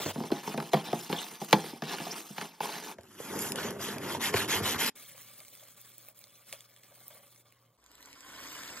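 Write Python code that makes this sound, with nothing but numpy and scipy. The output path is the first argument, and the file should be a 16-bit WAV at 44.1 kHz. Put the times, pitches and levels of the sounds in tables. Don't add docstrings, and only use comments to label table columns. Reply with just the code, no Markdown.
import sys
import numpy as np
from scipy import signal
from scipy.fft import rfft, irfft, next_fast_len
from scipy.io import wavfile
from scipy.ndimage import uniform_filter1d

SR = 44100
rng = np.random.default_rng(int(sys.argv[2]) if len(sys.argv) > 2 else 0)


def generate_wav(signal):
    frames = np.transpose(np.atleast_2d(signal))
    scaled = np.clip(frames, -1, 1) * 32767
    pcm = np.round(scaled).astype(np.int16)
    wavfile.write(sys.argv[1], SR, pcm)


N = 388080
TIME = np.arange(N) / SR

# (from [s], to [s])
SWIPING, SCRUBBING, SCOURING = (0, .126), (.126, 2.945), (2.945, 4.9)
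POURING, SQUEEZING = (4.952, 7.77), (7.776, 8.8)


def amp(db):
    return 10 ** (np.asarray(db) / 20)


def evened(x):
    return x / np.sqrt(np.mean(x ** 2) + 1e-20)


def read(points, hz):
    f, value = np.transpose(points)
    return np.interp(np.log(hz + 1), np.log(f + 1), value)


def add(mix, s, sound):
    part = mix[max(round(s * SR), 0):][:len(sound)]
    part += sound[:len(part)]


def coloured(x, colour, peaks=(), size=2048):
    hz = np.fft.rfftfreq(size, 1 / SR)
    db = read(colour, hz)
    for f, width, lift in peaks:
        db = db + lift / (1 + (2 * (hz - f) / width) ** 2)
    log_gain = np.log(amp(np.r_[db, db[-2:0:-1]]))
    response = np.fft.ifft(np.exp(np.conj(signal.hilbert(log_gain)))).real
    return signal.oaconvolve(x, response)[:len(x)]


def wander(count, hz):
    f = np.fft.rfftfreq(count, 1 / SR)
    return evened(irfft(rfft(rng.standard_normal(count)) / (1 + (f / hz) ** 4), count))


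# (from [s], speed [ratio])
SHOT_SPEEDS = [(0, 1), (.125, 1.48), (2.95, .765), (4.935, 1), (7.772, .505)]
WALL_SPEED = 1.48


def speed_at(s):
    starts, speeds = np.transpose(SHOT_SPEEDS)
    return speeds[np.searchsorted(starts, s, "right") - 1]


PEAK_SWAY, SWAY_HZ, SWAY_ABOVE_HZ = .05, 4, 700


def swaying(x, colour, peaks):
    versions = []
    for side in (-1, 1):
        moved = [(f * (1 + side * PEAK_SWAY * f / (f + SWAY_ABOVE_HZ)), width, lift)
                 for f, width, lift in peaks]
        versions.append(coloured(x, colour, moved))
    low, high = versions
    share = .5 + .5 * np.tanh(2 * wander(len(x), SWAY_HZ))
    return (1 - share) * low + share * high


def stroking(strokes, rise_s, fall_s):
    rasp, fizz = np.zeros((2, N))
    for s, length, db, swell_db, fizz_db in strokes:
        t = np.arange(0, length, 1 / SR)
        ramps = np.minimum(t / rise_s, 1) * np.minimum((length - t) / fall_s, 1)
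        gain = ramps * amp(db + swell_db * (t / length - .5))
        add(rasp, s, gain ** 2)
        add(fizz, s, (gain * amp(fizz_db)) ** 2)
    return np.sqrt(rasp), np.sqrt(fizz)


def loosely(gain, top_db, follow):
    return amp(top_db) * (gain / gain.max()) ** max(follow, .01)


def rub(span, gains, colour, peaks, grains_per_s, spread_db, hiss, judder_db, judder_hz, trim_db,
        edges_hz=(1100, 6000)):
    first, last = round(span[0] * SR), min(round(span[1] * SR), N)
    count = last - first
    sizes = amp(spread_db * np.minimum(rng.exponential(1, count), 4))
    grains = sizes * rng.choice([-1, 1], count) * (rng.random(count) < grains_per_s / SR)
    judder = amp(judder_db * wander(count, judder_hz))
    drive = (evened(grains) + hiss * rng.standard_normal(count)) * judder
    size = next_fast_len(count)
    spectrum = rfft(swaying(drive, colour, peaks), size)
    hz = np.fft.rfftfreq(size, 1 / SR)
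    bands = np.diff([1 / (1 + (hz / edge) ** 8) for edge in edges_hz], axis=0, prepend=0, append=1)
    sound = np.zeros(count)
    for band, gain in zip(bands, gains):
        sound += evened(irfft(spectrum * band, size)[:count]) * gain[first:last]
    return amp(trim_db) * np.pad(sound, (first, N - last))


# (time [s], length [s], rasp level [dB], swell from start to end [dB],
# fizz over the rasp [dB])
SWIPE_STROKES = [(0.0, 0.055, -36.5, 4, 1), (0.052, 0.074, -36.5, 4.5, -1.5)]
# (frequency [Hz], level [dB per Hz])
SWIPE_TONE = [(50.0, -40), (100.0, -11), (170.0, -11), (300.0, -10.5), (550.0, -5), (900.0, -9.5),
              (1400.0, -16), (2200.0, -14.5), (3200.0, -13), (5000.0, -18.5), (7500.0, -23.5),
              (11000.0, -26.5), (15000.0, -27.5)]


def swipe(thrum_db=1):
    rasp, fizz = stroking(SWIPE_STROKES, rise_s=0.0013, fall_s=0.02)
    return rub(SWIPING, [rasp * amp(thrum_db), rasp, fizz], SWIPE_TONE, [], grains_per_s=4400,
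               spread_db=2.5, hiss=0.82, judder_db=0.0, judder_hz=80, trim_db=0.0)


# (frequency [Hz], level [dB per Hz])
AIR_TONE = [(20, -16), (60, -3.5), (150, 0), (400, -9.5), (2000, -17), (16000, -23.5)]
# (from [s], to [s], frequency [Hz], level [dB])
MAINS_HUMS = [(4.932, 7.782, 118.6, -67.5), (7.771, 8.792, 59.8, -71.5)]


def background(air_db=-80, waver_db=2.0, waver_hz=6, drift=0.0085):
    out = amp(air_db) * evened(coloured(rng.standard_normal(N), AIR_TONE))
    for start, end, hz, db in MAINS_HUMS:
        count = round((end - start) * SR)
        waver = signal.windows.tukey(count, .05) * amp(waver_db * wander(count, waver_hz))
        turns = np.cumsum(hz * (1 + drift * wander(count, waver_hz))) / SR
        add(out, start, np.sqrt(2) * amp(db) * waver * np.sin(2 * np.pi * turns))
    return out


BEND_S, BEND_POWER = .0026, 0.628


def bending(colour, count):
    hz = np.fft.rfftfreq(count, 1 / SR)
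    delay_s = BEND_S * (1000 / np.maximum(hz, 100)) ** BEND_POWER
    spectrum = rfft(coloured(signal.unit_impulse(count), colour))
    chirp = irfft(spectrum * np.exp(-2j * np.pi * np.cumsum(delay_s) * hz[1]), count)
    return chirp / np.linalg.norm(chirp)


# (time [s], clack level [dB], pitch of the struck patch [Hz],
# boom level [dB], crack level [dB])
BUCKET_KNOCKS = [(0.060, -27.5, 654, -29, -39), (0.157, -24, 248, -30, -57.5), (0.178, -21, 233, -40, -49),
                 (0.202, -38, 697, -27.5, -64), (0.236, -46, 819, -31.5, -44), (0.303, -33, 1040, -31, -53),
                 (0.317, -16.5, 338, -27.5, -29), (0.475, -27.5, 935, -29, -37.5),
                 (0.54, -24, 680, -28.5, -42), (0.5765, -19.5, 904, -23, -31.5),
                 (0.601, -28, 834, -48, -31), (0.624, -35, 860, -35, -39), (0.733, -11.5, 695, -18, -25.5),
                 (0.741, -14, 813, -22.5, -26), (0.769, -27, 1010, -34, -46), (0.884, -41, 326, -35.5, -48),
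                 (0.929, -19.5, 729, -23, -32), (1.098, -22.5, 768, -28, -47),
                 (1.127, -22.5, 503.6, -27, -25.5), (1.325, -46, 213, -47, -58),
                 (1.415, -31, 819, -32.5, -42), (1.528, -5.5, 864, -14, -11),
                 (1.640, -33, 433, -36.5, -38.5), (1.662, -47, 1150, -42, -38),
                 (1.729, -31, 238, -40, -55.5), (1.821, -30.5, 720, -28.5, -34),
                 (1.984, -39, 870, -48, -32.5), (2.001, -49, 945, -29.5, -35.5),
                 (2.066, -23, 707.4, -40, -50), (2.302, -34, 196, -49, -69), (2.381, -36, 907, -39, -31),
                 (2.412, -32, 805, -32.5, -33), (2.604, -19.5, 858, -40, -34.5),
                 (2.653, -27, 881, -63, -39), (2.689, -27, 900, -52, -42), (2.697, -31, 906, -60, -40),
                 (2.984, -36.5, 563, -49, -47.5), (3.199, -31.5, 467, -51, -64),
                 (3.584, -29, 1480, -43, -36), (4.147, -21.5, 940, -49, -33), (4.34, -12, 398, -24, -24.5),
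                 (4.554, -27, 405, -38, -45), (4.604, -26, 405, -29, -39), (4.745, -31, 400, -33, -29.5)]
# (frequency [Hz], level [dB], time to fall 60 dB [s])
BODY_MODES = [(139, -6.5, .11), (164, 1.5, 0.12), (210, 1, .13), (259.3, -1.5, 0.1), (332, -3, 0.12),
              (413.4, 1.5, 0.095), (509, -5.5, 0.098), (674, -9.5, 0.18), (809, -12, 0.36),
              (883, -14, 0.098)]
# (multiple of its pitch [ratio], level [dB])
STRUCK_MODES = [(.62, -10.5), (1.001, 1), (1.19, -5.5), (1.7, -12.5), (2.7, -21)]
# (frequency [Hz], level [dB per Hz])
CRACK_TONE = [(200, -23.5), (700, 6.5), (1500, 3.5), (3000, -1.5), (5000, -6.5), (8000, -19),
              (12000, -16.5), (16000, -18)]
# (frequency [Hz], level [dB per Hz])
SLOP_TONE = [(100, -28.5), (250, -2), (400, 4.5), (600, -2), (900, 2), (1400, -9.5), (2500, -20.5),
             (8000, -35)]
SWING_S, SWING_HZ, SWING_POWER = 0.0025, 700, 0.32


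def knocks(clack_db=-2, boom_db=0.0, crack_db=1.0, snap_db=22.0, thud_db=20, slop_db=-7,
           crack_s=0.0024, boom_rise_s=0.0044, slop_s=0.02, detune=.06, linger=0.12, lowest_hz=105):
    out, t = np.zeros(N), np.arange(SR // 4) / SR
    usual_db = np.median([row[1] for row in BUCKET_KNOCKS])
    snap = amp(snap_db) * bending(CRACK_TONE, len(t))
    thud = amp(thud_db) * bending(SLOP_TONE, len(t))
    for s, clack, hz, boom, crack in BUCKET_KNOCKS:
        pace = speed_at(s) / WALL_SPEED
        longer = amp(linger * max(clack - usual_db, 0))
        swing_s = SWING_S * (SWING_HZ / hz) ** SWING_POWER
        swing = np.maximum(t / swing_s - .7, 0) / longer
        patch = sum(amp(db) * np.sin(2 * np.pi * (hz * k * t + rng.random())) for k, db in STRUCK_MODES)
        body = np.zeros(len(t))
        for f, db, t60 in BODY_MODES:
            pitch = f * pace * (1 + detune * rng.uniform(-1, 1))
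            body += amp(db - 60 * t / t60) * np.sin(2 * np.pi * (pitch * t + rng.random()))
        slop = evened(coloured(rng.standard_normal(len(t)), SLOP_TONE))
        slop = slop * amp(slop_db) * np.exp(-t / slop_s)
        grit = evened(coloured(rng.standard_normal(len(t)), CRACK_TONE))
        grit = grit * amp(crack_db) * t / crack_s * np.exp(1 - t / crack_s)
        boom_rise = 1 - np.exp(-t / (boom_rise_s * longer))
        sound = amp(clack + clack_db) * patch * swing * np.exp(1 - swing)
        sound = sound + amp(crack) * (snap + grit)
        sound = sound + amp(boom) * (thud + (amp(boom_db) * body + slop) * boom_rise)
        high_pass = signal.butter(4, lowest_hz * pace, "high", fs=SR, output="sos")
        add(out, s, signal.sosfilt(high_pass, sound))
    return out


# (time [s], length [s], rasp level [dB],
# swell from start to end [dB], fizz over the rasp [dB])
STROKES_ON_WALL = [(0.126, 0.19, -51, -1, 2), (0.304, 0.13, -45, 5, -2.5), (0.425, 0.14, -44, -3, -1),
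                   (0.555, 0.16, -48.5, 0, -0.5), (0.715, 0.14, -44, -8, -5.5),
                   (0.838, 0.13, -44.5, -12.5, -6), (0.935, 0.17, -48, -3.5, 3.5),
                   (1.085, 0.14, -40.5, 3, -3), (1.195, 0.21, -48, -9, 2), (1.395, 0.092, -49, -3, 3.5),
                   (1.475, 0.2688, -45, -1, -0.5), (1.72, 0.08, -53.5, 4, -3.5),
                   (1.825, 0.15, -38, 12, -7.5), (1.955, 0.218, -43, 1, -1.5), (2.15, 0.1, -45, -10, 2),
                   (2.23, 0.28, -56.5, -2, 5), (2.36, 0.12, -45, 0, -3), (2.44, 0.14, -56, -12.5, -16),
                   (2.604, 0.23, -40.5, -4, -2), (2.815, 0.13, -44, 4, -1.5)]
# (frequency [Hz], level [dB per Hz])
WALL_TONE = [(50.0, -31), (100.0, -22), (170.0, 2), (300.0, 1), (550.0, -5.5), (900.0, 0.5), (1400.0, -12),
             (2200.0, -13), (3200.0, -14.5), (5000.0, -14.5), (7500.0, -16.5), (11000.0, -20),
             (15000.0, -19)]
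# (frequency [Hz], width [Hz], lift [dB])
WALL_RESONANCES = [(182.4, 61, 0), (433, 130, 5.5), (716, 20, 10), (856, 33, 5.5), (3000, 580, 3.5)]
WALL_REST_DB, WALL_THRUM_DB = -60.5, -1.5


def wall():
    rasp, fizz = np.hypot(stroking(STROKES_ON_WALL, rise_s=0.012, fall_s=.035), amp(WALL_REST_DB))
    return rub(SCRUBBING, [rasp * amp(WALL_THRUM_DB), rasp, fizz], WALL_TONE, WALL_RESONANCES,
               grains_per_s=3500, spread_db=2.0, hiss=.6, judder_db=1.55, judder_hz=130, trim_db=1.13)


def pops(span, gain, per_s, top_db, spread_db, low_hz, high_hz, ring_s):
    start, end = span
    when, pitch, size = rng.random((4000, 3))[:round(per_s * (end - start))].T
    out, t = np.zeros(N), np.arange(SR // 250) / SR
    s = start + when * (end - start)
    hz = low_hz * (high_hz / low_hz) ** pitch
    heights = np.interp(s, TIME, gain) * amp(top_db - spread_db * size)
    for at, f, height in zip(s, hz, heights):
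        add(out, at, height * np.cos(2 * np.pi * f * t) * np.exp(-t / ring_s))
    return out


def crackle():
    on_wall = stroking(STROKES_ON_WALL, rise_s=.015, fall_s=0.033)[1] + amp(WALL_REST_DB)
    on_wringer = stroking(STROKES_ON_WRINGER, rise_s=0.031, fall_s=0.11)[1]
    falling = stroking(POWDER_SHAKES, rise_s=0.024, fall_s=0.046)[0]
    grip = amp(np.interp(TIME, *np.transpose(GRIP)))
    out = pops(SCRUBBING, on_wall, per_s=470, top_db=10, spread_db=13.5,
               low_hz=2400, high_hz=15000, ring_s=0.00078)
    out += pops(SCOURING, on_wringer, per_s=370, top_db=7, spread_db=11.5,
                low_hz=784, high_hz=6700, ring_s=0.00043)
    out += pops(POURING, falling, per_s=170, top_db=16.5, spread_db=14.5,
                low_hz=1480, high_hz=10090, ring_s=0.00026)
    out += pops(SQUEEZING, grip, per_s=160, top_db=10, spread_db=8.5,
                low_hz=1010, high_hz=9000, ring_s=0.0004)
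    return out


# (time [s], level [dB], top-octave sparkle level [dB])
LOUD_CLICKS = [(1.047, -35, -49), (1.355, -39, -49.5), (1.4468, -35, -40), (1.5102, -30, -42.5),
               (1.9188, -34, -48), (2.062, -46, -39), (2.267, -47, -39), (2.656, -27, -55),
               (3.010, -46.5, -59), (3.034, -48, -65), (3.3784, -43, -47), (3.3909, -25, -25),
               (3.5206, -22, -29), (3.5585, -23, -39.5), (3.7071, -29, -36), (3.983, -26.5, -50),
               (4.4859, -34, -31), (5.094, -42, -46.5), (5.166, -48.5, -54), (5.179, -39, -48),
               (5.2114, -45, -45), (5.218, -42, -42.5), (5.37, -52, -58), (5.4033, -36.5, -51),
               (5.4498, -44, -51), (5.482, -40, -50), (5.4872, -41, -46), (5.5516, -44, -54),
               (5.8145, -57, -40), (5.9813, -48, -34), (6.0861, -46, -36), (6.191, -54.5, -43),
               (6.2405, -40, -57), (6.5272, -23, -43), (6.533, -33.5, -51), (6.6067, -38, -63),
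               (6.7633, -43.5, -64), (6.8347, -42, -58), (7.081, -47, -35), (7.347, -50, -56.5),
               (7.361, -46.5, -57), (7.506, -57, -64), (7.5238, -51, -51), (7.8407, -51, -60),
               (7.8627, -44, -60), (7.9161, -46, -50.5), (7.9535, -42.5, -58), (8.0064, -45, -49),
               (8.018, -50, -54), (8.0268, -38.5, -47), (8.0582, -38, -58), (8.1296, -38, -55),
               (8.2069, -41, -48), (8.3326, -47, -54), (8.5264, -49, -39)]
# (from [s], to [s], rate [ticks per s], level [dB], top-octave sparkle level [dB])
FAINT_SPELLS = [(0.301, 2.9, 6, -56, -48), (5.0, 6.4, 18, -48.5, -54.5), (6.1, 6.1, 12, -54, -61.5),
                (7.8, 11.3, 9, -49, -55)]
# (frequency [Hz], level [dB per Hz])
TICK_TONE = [(60, -29), (200, -11), (550, -7), (1450, -11.5), (2300, 3.5), (3500, -1), (5000, -3),
             (10000, -1.5), (13000, -13)]
# (frequency [Hz], level [dB per Hz])
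SPARKLE_TONE = [(6000, -39.5), (10000, -4), (12500, -1), (16000, -3), (18000, -30.5)]


def ticks(level_db=1, sparkle_db=5, decay_s=0.0013, spread_db=6):
    out, t = np.zeros(N), np.arange(SR // 20) / SR
    faint = []
    for start, end, per_s, db, sparkle in FAINT_SPELLS:
        for when, size in rng.random((64, 2))[:round(per_s * (end - start))]:
            softer_db = spread_db * size
            faint.append((start + when * (end - start), db - softer_db, sparkle - softer_db))
    for s, db, sparkle in list(LOUD_CLICKS) + faint:
        snap = evened(coloured(rng.standard_normal(len(t)), TICK_TONE))
        top = evened(coloured(rng.standard_normal(len(t)), SPARKLE_TONE))
        burst = amp(db + level_db) * snap + amp(sparkle + sparkle_db) * top
        add(out, s, burst * np.exp(-t / decay_s))
    return out


# (time [s], length [s], first pitch [Hz], last pitch [Hz], level [dB])
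GLOVE_SQUEAKS = [(0.356, 0.016, 3780, 3940, -36), (1.16, 0.013, 3107, 3780, -30),
                 (1.174, 0.022, 3605, 2745, -30), (1.177, 0.043, 3560, 4020, -33.5),
                 (1.216, 0.037, 3700, 3520, -35.5), (1.904, 0.032, 5200, 5830, -39),
                 (2.101, 0.03, 4810, 5920, -29.5)]


def squeaks(waver=0.073, waver_hz=500):
    out = np.zeros(N)
    for s, length, first_hz, last_hz, db in GLOVE_SQUEAKS:
        count = int(length * SR)
        pitch = np.linspace(first_hz, last_hz, count) * (1 + waver * wander(count, waver_hz))
        add(out, s, amp(db) * np.hanning(count) * np.sin(2 * np.pi * np.cumsum(pitch) / SR))
    return out


# (time [s], length [s], rasp level [dB],
# swell from start to end [dB], fizz over the rasp [dB])
STROKES_ON_WRINGER = [(2.97, 0.244, -62.5, 16, 4), (3.16, 0.27, -48, 7, 6.5),
                      (3.372, 0.17, -44.5, -6.5, 11.5), (3.545, 0.18, -39.5, -1.5, 0),
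                      (3.788, 0.2, -39.5, -12, 0.5), (3.985, 0.2, -40, 18, -1),
                      (4.195, 0.13, -28.5, -3.5, -0.5), (4.32, 0.15, -30, 0, -1),
                      (4.473, 0.15, -27.5, -6, -1), (4.618, 0.16, -28.5, -2.5, -1),
                      (4.773, 0.17, -28, -7.5, -0.5)]
# (frequency [Hz], level [dB per Hz])
WRINGER_TONE = [(50.0, -37), (100.0, -4), (170.0, -3), (300.0, -1), (550.0, -5.5), (900.0, 2), (1400.0, 2),
                (2200.0, -5.5), (3200.0, -4), (5000.0, -7.5), (7500.0, -6.5), (11000.0, -9), (13600.0, -10),
                (15000.0, -27)]
# (frequency [Hz], width [Hz], lift [dB])
WRINGER_RESONANCES = [(87, 41, 3.6), (208, 30, 5.5), (401, 60, 6.6), (877, 98, 4), (1930, 370, 3.9),
                      (3150, 170, 4.8)]
# (time [s], level [dB])
PRESSURE = [(2.96, -56.5), (3.12, -59), (3.22, -49.5), (3.34, -36), (3.55, -37.5), (3.7, -34.5),
            (3.78, -40), (3.86, -38.5), (4.0, -36.5), (4.25, -39), (4.37, -36), (4.6, -35.5), (4.9, -39)]


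def wringer(squelch_db=1, body_db=-31, body_follow=0.52, rasp_db=0.4, fizz_db=-1.3,
            turn_body_db=-10, turn_rasp_db=-17, turn_fizz_db=-16):
    rasp, fizz = stroking(STROKES_ON_WRINGER, rise_s=0.046, fall_s=0.059)
    squelch = amp(np.interp(TIME, *np.transpose(PRESSURE)) + squelch_db)
    body = loosely(rasp, body_db, body_follow) * np.sqrt(squelch / squelch.max())
    gains = [squelch,
             np.hypot(body, squelch * amp(turn_body_db)),
             np.hypot(rasp * amp(rasp_db), squelch * amp(turn_rasp_db)),
             np.hypot(fizz * amp(fizz_db), squelch * amp(turn_fizz_db))]
    return rub(SCOURING, gains, WRINGER_TONE, WRINGER_RESONANCES, grains_per_s=4000, spread_db=0.5,
               hiss=0.61, judder_db=0.76, judder_hz=140, trim_db=-0.5, edges_hz=(600, 1900, 5500))


def glugs(count=80, low_hz=190, high_hz=650, cycles=3.1, rise=3, level_db=3, spread_db=10):
    start, end = SCOURING
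    out, t = np.zeros(N), np.arange(SR // 16) / SR
    for k, (jitter, pitch, size) in enumerate(rng.random((count, 3))):
        at = start + (end - start) * (k + jitter) / (count + 1)
        hz = low_hz * (high_hz / low_hz) ** pitch
        age = t * hz / cycles
        db = np.interp(at, *np.transpose(PRESSURE)) + level_db - spread_db * size
        tone = np.sin(2 * np.pi * hz * t * (1 + rise * t))
        add(out, at, amp(db) * age * np.exp(1 - age) * tone)
    return out


# (time [s], length [s], patter level [dB],
# swell from start to end [dB], fizz over the patter [dB])
POWDER_SHAKES = [(4.95, 0.43, -57, -1.5, 3), (5.35, 0.42, -61.5, 1, 4), (5.76, 0.38, -62.5, -2, 4.5),
                 (6.14, 0.32, -66, -1, 4), (6.41, 0.16, -59, 16, 2), (6.53, 0.16, -60.5, -5, -1),
                 (6.67, 0.35, -66, 1, 1.5), (6.93, 0.28, -64.5, 6.5, 6), (7.2, 0.24, -67, -1, 4.5),
                 (7.45, 0.25, -71, -4.5, -3)]
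# (frequency [Hz], level [dB per Hz])
POWDER_TONE = [(50.0, -37), (100.0, -4), (170.0, -4), (300.0, -8), (550.0, -10), (900.0, -11.5),
               (1400.0, -4), (2200.0, -5.5), (3200.0, -6), (5000.0, -3), (7500.0, -2.5), (11000.0, 3),
               (15000.0, -1)]
# (frequency [Hz], width [Hz], lift [dB])
BASKET_RESONANCES = [(560, 102, 9.2), (1160, 100, 8.9), (2180, 190, 7.5), (3227, 250, 7.7),
                     (3900, 470, 1.6)]
POWDER_HISS = .65


def powder(thrum_db=-64.5, thrum_follow=0.3, fizz_db=3.2, trickle_db=-78):
    patter, fizz = np.hypot(stroking(POWDER_SHAKES, rise_s=0.0089, fall_s=0.042), amp(trickle_db))
    gains = [loosely(patter, thrum_db, thrum_follow), patter, fizz * amp(fizz_db)]
    return rub(POURING, gains, POWDER_TONE, BASKET_RESONANCES, grains_per_s=1400, spread_db=1.5,
               hiss=POWDER_HISS, judder_db=1.4, judder_hz=35, trim_db=2.07)


# (time [s], level [dB])
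HEAVY_CLUMPS = [(5.144, -49), (5.403, -52), (5.622, -52.5), (6.079, -51.5), (6.53, -43.5), (6.914, -52),
                (6.97, -52), (7.009, -51), (7.035, -61), (7.102, -47), (7.122, -50.5), (7.147, -48),
                (7.165, -50), (7.185, -55), (7.23, -51)]
# (frequency [Hz], level [dB per Hz])
CLUMP_TONE = [(100, -26), (280, -22.5), (600, 5.5), (1200, -6.5), (2500, -8), (8000, -32)]


def clumps(level_db=-2, swell_s=0.0054, count=20, small_db=-57.0, spread_db=6):
    out, t = np.zeros(N), np.arange(SR // 8) / SR
    start, end = POURING
    small = [(start + (end - start) * (k + jitter) / (count + 1), small_db - spread_db * size)
             for k, (jitter, size) in enumerate(rng.random((count, 2)))]
    for s, db in list(HEAVY_CLUMPS) + small:
        thud = evened(coloured(rng.standard_normal(len(t)), CLUMP_TONE, BASKET_RESONANCES))
        add(out, s, amp(db + level_db) * thud * t / swell_s * np.exp(1 - t / swell_s))
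    return out


# (time [s], level [dB])
GRIP = [(7.78, -74.5), (7.882, -66.5), (8.05, -59.5), (8.17, -59.5), (8.31, -52), (8.472, -47.5),
        (8.8, -47)]
# (frequency [Hz], level [dB per Hz])
FOAM_TONE = [(50.0, -13.5), (100.0, -5), (170.0, -7.5), (300.0, -6), (550.0, -3), (900.0, -9), (1400.0, -2),
             (2200.0, 0.5), (3200.0, -4.5), (5000.0, -2.5), (7500.0, -7), (11000.0, -9), (15000.0, -14.5)]
# (frequency [Hz], width [Hz], lift [dB])
FOAM_RESONANCES = [(284, 66, 11.3), (1013, 200, 10.6), (1440, 260, 4.3), (1810, 170, 2), (3070, 280, 4.6)]


def foam(thrum_db=-3, thrum_follow=0.75, fizz_db=-3.0):
    s, grip_db = np.transpose(GRIP)
    mean_db = grip_db.mean()
    low_db = thrum_db + mean_db + thrum_follow * (grip_db - mean_db)
    gains = [amp(np.interp(TIME, s, db)) for db in (low_db, grip_db, grip_db + fizz_db)]
    return rub(SQUEEZING, gains, FOAM_TONE, FOAM_RESONANCES, grains_per_s=2200, spread_db=3.0,
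               hiss=1.0, judder_db=-0.4, judder_hz=59.7, trim_db=3.5)


# (frequency [Hz], time to fall 60 dB [s])
ROOM_FADE = [(100, 0.4), (500, 0.25), (2000, 0.11), (8000, 0.13), (16000, 0.027)]


def surroundings(x, bucket_db=-12, bucket_t60=0.08, bucket_hz=1500, room_db=-18, shifts_per_s=5, count=4):
    t = np.arange(SR // 2) / SR
    out, turn = x, TIME * shifts_per_s
    high_pass = signal.butter(2, bucket_hz, "high", fs=SR, output="sos")
    for k in range(count):
        scatter = rng.standard_normal(len(t)) * amp(-60 * t / bucket_t60)
        scatter = signal.sosfilt(high_pass, scatter)
        hz, when, z = signal.stft(rng.standard_normal(len(t)), SR, nperseg=256)
        fade = amp(-60 * when / read(ROOM_FADE, hz)[:, None])
        tail = signal.istft(z * fade, SR, nperseg=256)[1][:len(t)]
        tail = tail * (t > .006)
        response = amp(bucket_db) * scatter / np.linalg.norm(scatter)
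        response = response + amp(room_db) * tail / np.linalg.norm(tail)
        share = np.sin(np.pi / 2 * np.minimum((turn - k) % count, 2))
        out = out + signal.oaconvolve(x * share, response)[:N]
    return out / np.sqrt(1 + amp(bucket_db) ** 2 + amp(room_db) ** 2)


def patches(shape):
    smooth = uniform_filter1d(rng.standard_normal(shape), size=3, axis=0)
    return evened(uniform_filter1d(smooth, size=7, axis=1))


# (frequency [Hz], phase [radians])
PHASE_BETWEEN_PORTS = [(0, 0), (400, -.38), (1000, -.72), (2000, -.35), (3300, 0), (5000, 2.4), (7300, 1),
                       (8600, 1.7), (9700, 1.2), (10700, 3.1), (11600, 3.2), (14200, 6.2), (15800, 6.3),
                       (19000, 9.3), (21000, 9.5), (24000, 12.5), (26000, 12.6), (29000, 15.6)]


def ports(x, shadow_db=3.5, short_wave_hz=700):
    both = np.array([surroundings(x), surroundings(x)])
    hz, t, (a, b) = signal.stft(both, SR, nperseg=256)
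    half = np.interp(hz[:, None] / speed_at(t), *np.transpose(PHASE_BETWEEN_PORTS)) / 2
    short = (hz / (hz + short_wave_hz))[:, None]
    shadow = amp(shadow_db * short * patches(a.shape))
    turn = np.exp(.7j * short * patches(a.shape))
    mid = np.cos(half) * a * shadow
    side = 1j * np.sin(half) * b * shadow * turn
    return signal.istft(np.array([mid + side, mid - side]), SR, nperseg=256)[1][:, :N]


# (time [s], level [dB])
LEVEL_DIP = [(4.893, -5), (4.905, -23), (4.94, -19), (4.953, -5)]


def scene():
    rubbing = swipe() + wall() + wringer() + powder() + foam()
    details = crackle() + glugs() + clumps() + knocks() + squeaks() + ticks()
    level = amp(np.interp(TIME, *np.transpose(LEVEL_DIP)))
    balance = amp([[-.12], [.12]])
    return ports(rubbing + details + background()) * level * balance


def record(dry):
    low_pass = signal.firwin(511, 15900, window=("kaiser", 9), fs=SR)
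    return signal.oaconvolve(dry, low_pass[None], "same")


dry = scene()
out = record(dry)
generate_wav(out)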